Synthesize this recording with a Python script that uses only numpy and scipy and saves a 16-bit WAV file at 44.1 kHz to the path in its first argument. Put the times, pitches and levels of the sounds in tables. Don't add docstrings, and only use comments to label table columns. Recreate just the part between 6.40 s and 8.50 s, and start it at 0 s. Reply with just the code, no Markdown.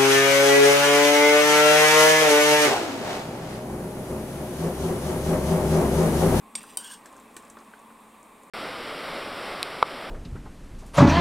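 import sys
import numpy as np
from scipy import signal
from scipy.fft import rfft, irfft
from scipy.io import wavfile
from scipy.ndimage import uniform_filter1d

SR = 44100
rng = np.random.default_rng(int(sys.argv[2]) if len(sys.argv) > 2 else 0)


def generate_wav(sig):
    pcm = np.round(np.clip(np.atleast_2d(sig).T, -1, 1) * 32767).astype(np.int16)
    wavfile.write(sys.argv[1], SR, pcm)


N = 92610


# time_s, level_db
POUR_LEVEL = [(.6, -64), (.67, -57.5), (.78, -60.5), (.95, -61.5), (1.05, -57.5), (1.2, -63.5),
              (1.38, -62.5), (1.55, -68), (2.1, -70)]
# centre_hz, width_hz, gain_db
POUR_RESONANCES = [(312, 120, 4.5), (475, 280, -1), (680, 210, -1), (1470, 520, -6.5), (3030, 640, -22)]
def pour():
    return excite(POUR_LEVEL, POUR_RESONANCES)


# start_s, bubble_db, pitch_hz, t60_s, rise_s, splat_db
PLOP_EVENTS = [(0.2371, -39.5, 1394, .025, 0.0024, -47), (0.656, -46.5, 1615, 0.052, 0.0023, -56),
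               (.760, -48, 1570, .03, 0.0025, -60), (1.169, -42, 1400, 0.032, 0.0011, -40.5),
               (1.21, -60, 1090, 0.035, 0.0025, -47.5), (1.3353, -35, 1484, 0.027, 0.0043, -47.5),
               (1.502, -54, 1500, 0.033, .002, -52)]
# pitch_hz, gain_db, t60_s
PAN_MODES = [(436, 0.5, 0.031), (760, 4, 0.012), (1117, 7.5, 0.025), (1820, 0, 0.018)]
# freq_hz, gain_db
SPLAT_SPECTRUM = [(60, -22), (250, 0), (450, -6.5), (900, -2), (1300, 3), (2500, -23), (4000, -19),
                  (8000, -45)]
def plops():
    out = np.zeros(N)
    for start_s, bubble_db, pitch_hz, t60_s, rise_s, splat_db in PLOP_EVENTS:
        froth = hump(pitch_hz, octaves=0.13, skirt_db=-14)
        add(out, start_s, ring([(pitch_hz, bubble_db, t60_s)], rise_s))
        add(out, start_s, amp(bubble_db - 2) * burst(froth, t60_s, rise_s))
        add(out, start_s, amp(splat_db) * ring(PAN_MODES, rise_s))
        add(out, start_s, amp(splat_db - 2) * burst(spectrum(SPLAT_SPECTRUM), t60_s=0.09, rise_s=rise_s))
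    return out


# start_s, gain_db, centre_hz
TICK_EVENTS = [(0.2081, -37.5, 2400), (0.2307, -34, 8500), (0.271, -44, 10300), (0.727, -43.5, 8060),
               (.766, -40, 7600), (.779, -49, 5930), (0.7995, -45, 8100), (.9437, -46.5, 8000),
               (1.0245, -47, 8200), (1.0504, -43, 8100), (1.0999, -32.5, 7600), (1.187, -44.5, 5400),
               (1.203, -49, 7000), (1.247, -52, 4900), (1.392, -45, 8150), (1.8292, -43, 7950),
               (2.0336, -43.5, 8500)]
def ticks():
    out = np.zeros(N)
    for start_s, gain_db, centre_hz in TICK_EVENTS:
        colour = hump(centre_hz, octaves=0.25, skirt_db=-18)
        add(out, start_s, amp(gain_db - 1.5) * burst(colour, t60_s=0.01, rise_s=0.00074))
        add(out, start_s, amp(gain_db - 19) * burst(colour, t60_s=0.073, rise_s=0.0022))
    return out


# pitch_hz, level_db, t60_s
FIRST_MODES = [(1090, -41, 0.057), (2530, -49, 0.02), (3410, -31, 0.027), (3755, -33.5, 0.036),
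               (4810, -32, 0.029), (5770, -40, 0.056), (6980, -38, .04), (8060, -31, .03),
               (8495, -15.5, 0.04), (9200, -38, .025), (12800, -42, .04)]
SECOND_MODES = [(814, -35.5, 0.033), (929, -37, 0.046), (1487, -44, 0.063), (2490, -41, .04),
                (3074, -34.5, 0.098), (3780, -35.5, 0.047), (4680, -31, 0.021), (4773, -27, 0.028),
                (5900, -36.5, 0.039), (7660, -32, .03), (8580, -13.5, 0.024), (8400, -29, 0.016),
                (9630, -24, 0.019), (10920, -33, 0.025), (12650, -31, 0.02)]
# freq_hz, gain_db
FIRST_SPECTRUM = [(60, -45), (250, -13), (1000, 0.5), (1400, -14), (2200, 0), (2800, -4.5), (3500, 0),
                  (4200, -6.5), (4900, 3.5), (6200, -8), (7300, 0.5), (9500, 1.5), (11400, -18),
                  (12700, -17), (16000, -25)]
SECOND_SPECTRUM = [(60, -40), (350, -7), (850, 1), (1250, -13), (1900, -14), (3000, -16), (4800, -1.5),
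                   (6300, -6), (7600, 5), (9900, 6), (11000, 0), (12500, 2), (13500, -5), (16000, -2)]
# start_s, crack_db, crack_t60_s, ring_gain_db, ring_rise_s
CLINK_EVENTS = [(0.1529, -25.5, 0.026, 1, 0.0058), (.3713, -22.5, 0.019, -0.5, 0.0024)]
# start_s, gain_db
CHATTER = [(.3825, -31), (0.3863, -16.5), (0.3996, -21)]
def clinks():
    out = np.zeros(N)
    points = [(spectrum(FIRST_SPECTRUM), FIRST_MODES), (spectrum(SECOND_SPECTRUM), SECOND_MODES)]
    for event, (colour, modes) in zip(CLINK_EVENTS, points):
        start_s, crack_db, crack_t60_s, ring_gain_db, ring_rise_s = event
        crack = burst(colour, crack_t60_s, rise_s=0.00026)
        rattle = amp(-20) * burst(colour, t60_s=0.12, rise_s=0.004)
        add(out, start_s, amp(crack_db) * (crack + rattle))
        add(out, start_s, amp(ring_gain_db) * ring(modes, ring_rise_s))
    for start_s, gain_db in CHATTER:
        add(out, start_s, amp(gain_db) * ring(SECOND_MODES, rise_s=0.0025))
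    return out


# time_s, level_db
DRAG_LEVEL = [(.155, -67), (.165, -52), (.187, -46), (.2, -54), (.215, -49.5), (.25, -55.5), (.275, -54.5),
              (.3, -50.5), (.33, -56.5), (.365, -57)]
SCRAPE_LEVEL = [(.372, -63), (.38, -48), (.405, -47.5), (.43, -52), (.447, -44.5), (.47, -48.5),
                (.495, -47.5), (.515, -43), (.54, -46.5), (.565, -58), (.62, -71)]
# centre_hz, width_hz, gain_db
DRAG_RESONANCES = [(1930, 130, -2), (2670, 220, 0), (3260, 880, -5.5), (4790, 250, -6.5), (5860, 150, -4),
                   (7230, 280, -4.5), (8430, 60, 9), (8900, 500, -15)]
SCRAPE_RESONANCES = [(960, 71, 1.5), (2894, 40, 5), (4600, 360, -7.5), (5530, 1000, -6.5), (6800, 700, -6),
                     (7480, 180, -6), (8260, 66, 8), (8650, 33, 12), (9600, 140, -25), (10700, 290, -34)]
# time_s, centre_hz, level_db
LOW_GLIDE = [(.385, 1510, -68), (.405, 1490, -54), (.447, 1650, -50), (.48, 1570, -55), (.515, 1600, -51),
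             (.54, 1640, -54), (.575, 1660, -67)]
HIGH_GLIDE = [(.385, 3100, -59), (.435, 3100, -59), (.445, 3130, -44.5), (.48, 3120, -49),
              (.505, 3040, -55), (.525, 3430, -52.5), (.545, 3270, -52.5), (.57, 3250, -63)]
# start_s, level_db
CATCH_EVENTS = [(.4447, -37.5), (.5112, -40)]
def scraping():
    out = excite(DRAG_LEVEL, DRAG_RESONANCES) + excite(SCRAPE_LEVEL, SCRAPE_RESONANCES)
    out += rasp(LOW_GLIDE, width_hz=190) + rasp(HIGH_GLIDE, width_hz=420)
    for start_s, level_db in CATCH_EVENTS:
        add(out, start_s, amp(level_db) * burst(spectrum(SECOND_SPECTRUM), t60_s=0.013, rise_s=0.00061))
    return signal.sosfilt(signal.butter(2, 450, "high", fs=SR, output="sos"), out)


def rasp(glide, width_hz):
    time_s, centre_hz, level_db = np.transpose(glide)
    glide_hz = np.interp(np.arange(N) / SR, time_s, centre_hz)
    carrier = np.exp(2j * np.pi * np.cumsum(glide_hz) / SR)
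    baseband = signal.sosfilt(signal.butter(2, width_hz / 2, fs=SR, output="sos"), grains() / carrier)
    return unit((baseband * carrier).real) * envelope(time_s, level_db)


# start_s, thud_db, ring_gain_db
KNOCK_EVENTS = [(.6571, -40.5, -25), (0.9656, -34.5, 0)]
# freq_hz, gain_db
THUD_SPECTRUM = [(60, -30), (330, 2), (600, -6), (1200, -3), (1800, -6), (2350, -9), (2900, -7),
                 (4800, -9.5), (6900, -3), (8400, 0), (9600, -8.5), (12500, -13.5), (16000, -24)]
# pitch_hz, level_db, t60_s
KNOCK_RING = [(332, -42, 0.08), (1180, -58, .03), (1505, -43, 0.049), (1817, -40.5, 0.06),
              (2380, -41, 0.044), (8200, -39, .02), (8700, -50, .02)]
def knocks():
    out = np.zeros(N)
    colour = spectrum(THUD_SPECTRUM)
    for start_s, thud_db, ring_gain_db in KNOCK_EVENTS:
        add(out, start_s, amp(thud_db) * burst(colour, t60_s=0.025, rise_s=0.0007))
        add(out, start_s, amp(thud_db - 11.5) * burst(colour, t60_s=0.11, rise_s=0.003))
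        add(out, start_s, amp(ring_gain_db) * ring(KNOCK_RING, rise_s=0.00085))
    return out


# freq_hz, side_gain_db
STEREO_WIDTH = [(100, -16), (400, -7), (1000, -9), (2000, -6), (3200, -8), (5500, -29), (8500, -14),
                (12000, -8.5)]
def kitchen(direct, t60_s=0.19, wet_db=-9.5, taps_per_s=3000):
    t = np.arange(SR // 2) / SR
    signs = rng.choice([-1, 1], (2, len(t)))
    arrivals = (rng.random((2, len(t))) < taps_per_s / SR) * (t > 0.003)
    taps = signs * arrivals * fade(t, t60_s)
    mid, side = signal.fftconvolve(direct[None], taps / np.linalg.norm(taps[0]), axes=1)[:, :N]
    side = irfft(rfft(side) * amp(read(STEREO_WIDTH, np.fft.rfftfreq(N, 1 / SR))), N)
    return direct + amp(wet_db) * np.array([mid + side, mid - side])


# freq_hz, gain_db
AIR_SPECTRUM = [(15, -23), (28, -10.5), (50, -12), (85, -24.5), (115, -10.5), (155, -19.5), (185, -3.5),
                (225, 0.5), (255, -3.5), (300, -4), (370, -11.5), (440, -7), (620, -8.5), (760, -8),
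                (850, -4.5), (970, -5), (1140, -3), (1380, -15.5), (2550, -15), (2950, -23), (3700, -22.5),
                (4900, -32.5), (6300, -31.5), (7300, -24.5), (8200, -24.5), (8500, -17.5), (8800, -22.5),
                (10000, -25.5), (14500, -30.5), (16000, -37)]
# freq_hz, correlation
AIR_CORRELATION = [(30, 0.98), (200, 1), (500, 0.86), (1000, 0.91), (1800, 0.73), (3000, 0.74),
                   (5000, 0.96), (8500, 0.96), (13000, 0.95)]
def air(level_db=-52.5, ripple_db=1):
    frames, hz = N // 512 + 5, np.fft.rfftfreq(2048, 1 / SR)
    mid_re, mid_im, side_re, side_im, ripple = rng.standard_normal((frames, len(hz), 5)).T
    ripple = uniform_filter1d(ripple, size=24, axis=0)
    ripple = unit(uniform_filter1d(ripple, size=6, axis=1))
    correlation = read(AIR_CORRELATION, hz)[:, None]
    mid = np.sqrt(1 + correlation) * (mid_re + 1j * mid_im)
    side = np.sqrt(1 - correlation) * (side_re + 1j * side_im)
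    gain = amp(read(AIR_SPECTRUM, hz)[:, None] + ripple_db * ripple)
    _, noise = signal.istft(np.array([mid + side, mid - side]) * gain, nperseg=2048, noverlap=1536)
    return amp(level_db) * unit(noise[:, :N])


# pitch_hz, level_db, width_hz
HUM_LINES = [(222.3, -63, 5.5), (280, -69, 4.6), (421.6, -69, 6.4), (956, -70, 5.2), (1054, -63, 19),
             (1140, -65, 25)]
def hum():
    hz = np.fft.rfftfreq(N, 1 / SR)
    out = np.zeros(N)
    for pitch_hz, level_db, width_hz in HUM_LINES:
        band = np.exp(-((hz - pitch_hz) / width_hz) ** 2)
        out += amp(level_db) * shaped_noise(band)
    return out


def amp(db):
    return 10 ** (np.asarray(db) / 20)


def unit(x):
    return x / np.sqrt(np.mean(x ** 2) + 1e-20)


def add(mix, start_s, sound):
    part = mix[round(start_s * SR):][:len(sound)]
    part += sound[:len(part)]


def fade(t, t60_s):
    return np.exp(-np.log(1000) * t / t60_s)


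def envelope(time_s, level_db):
    return amp(np.interp(np.arange(N) / SR, time_s, level_db, left=-120, right=-120))


def read(points, hz):
    freq_hz, value = np.transpose(points)
    return np.interp(np.log(hz + 1), np.log(freq_hz + 1), value)


def spectrum(points):
    return lambda hz: read(points, hz)


def hump(centre_hz, octaves, skirt_db):
    def colour(hz):
        offset_oct = np.log2((hz + 1) / centre_hz)
        peak = np.exp(-0.5 * (offset_oct / octaves) ** 2)
        skirt = amp(skirt_db) / (1 + offset_oct ** 4)
        return 20 * np.log10(peak + skirt)
    return colour


def shaped_noise(magnitude):
    return unit(irfft(magnitude * np.exp(2j * np.pi * rng.random(len(magnitude)))))


def burst(colour, t60_s, rise_s):
    t, hz = np.arange(8192) / SR, np.fft.rfftfreq(8192, 1 / SR)
    return shaped_noise(amp(colour(hz))) * fade(t, t60_s) * np.minimum(t / rise_s, 1)


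def ring(modes, rise_s):
    t = np.arange(SR // 4) / SR
    onset = np.sin(np.pi / 2 * np.minimum(t / rise_s, 1)) ** 2
    return onset * sum(amp(db) * fade(t, t60_s) * np.sin(2 * np.pi * hz * t) for hz, db, t60_s in modes)


def grains(rate_per_s=2200, spread_db=2):
    size = amp(spread_db * np.minimum(rng.exponential(1, N), 4))
    hits = rng.random(N) < rate_per_s / SR
    return unit(hits * rng.choice([-1, 1], N) * size)


def excite(level_curve, resonances):
    hz = np.fft.rfftfreq(N, 1 / SR) + 1
    response = sum(amp(gain_db) / (1 + 1j * (hz ** 2 - centre_hz ** 2) / (hz * width_hz))
                   for centre_hz, width_hz, gain_db in resonances)
    response /= np.sqrt(np.mean(abs(response) ** 2))
    drive = grains() * envelope(*np.transpose(level_curve))
    return irfft(rfft(drive) * response, N)


def scene():
    cookware = clinks() + scraping() + knocks()
    cream = pour() + plops() + ticks()
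    return kitchen(cookware + cream) + air() + hum()


def record(dry):
    lowpass = signal.firwin(511, 16000, window=("kaiser", 9), fs=SR)
    return signal.oaconvolve(dry, lowpass[None], "same")


dry = scene()
out = record(dry)
generate_wav(out)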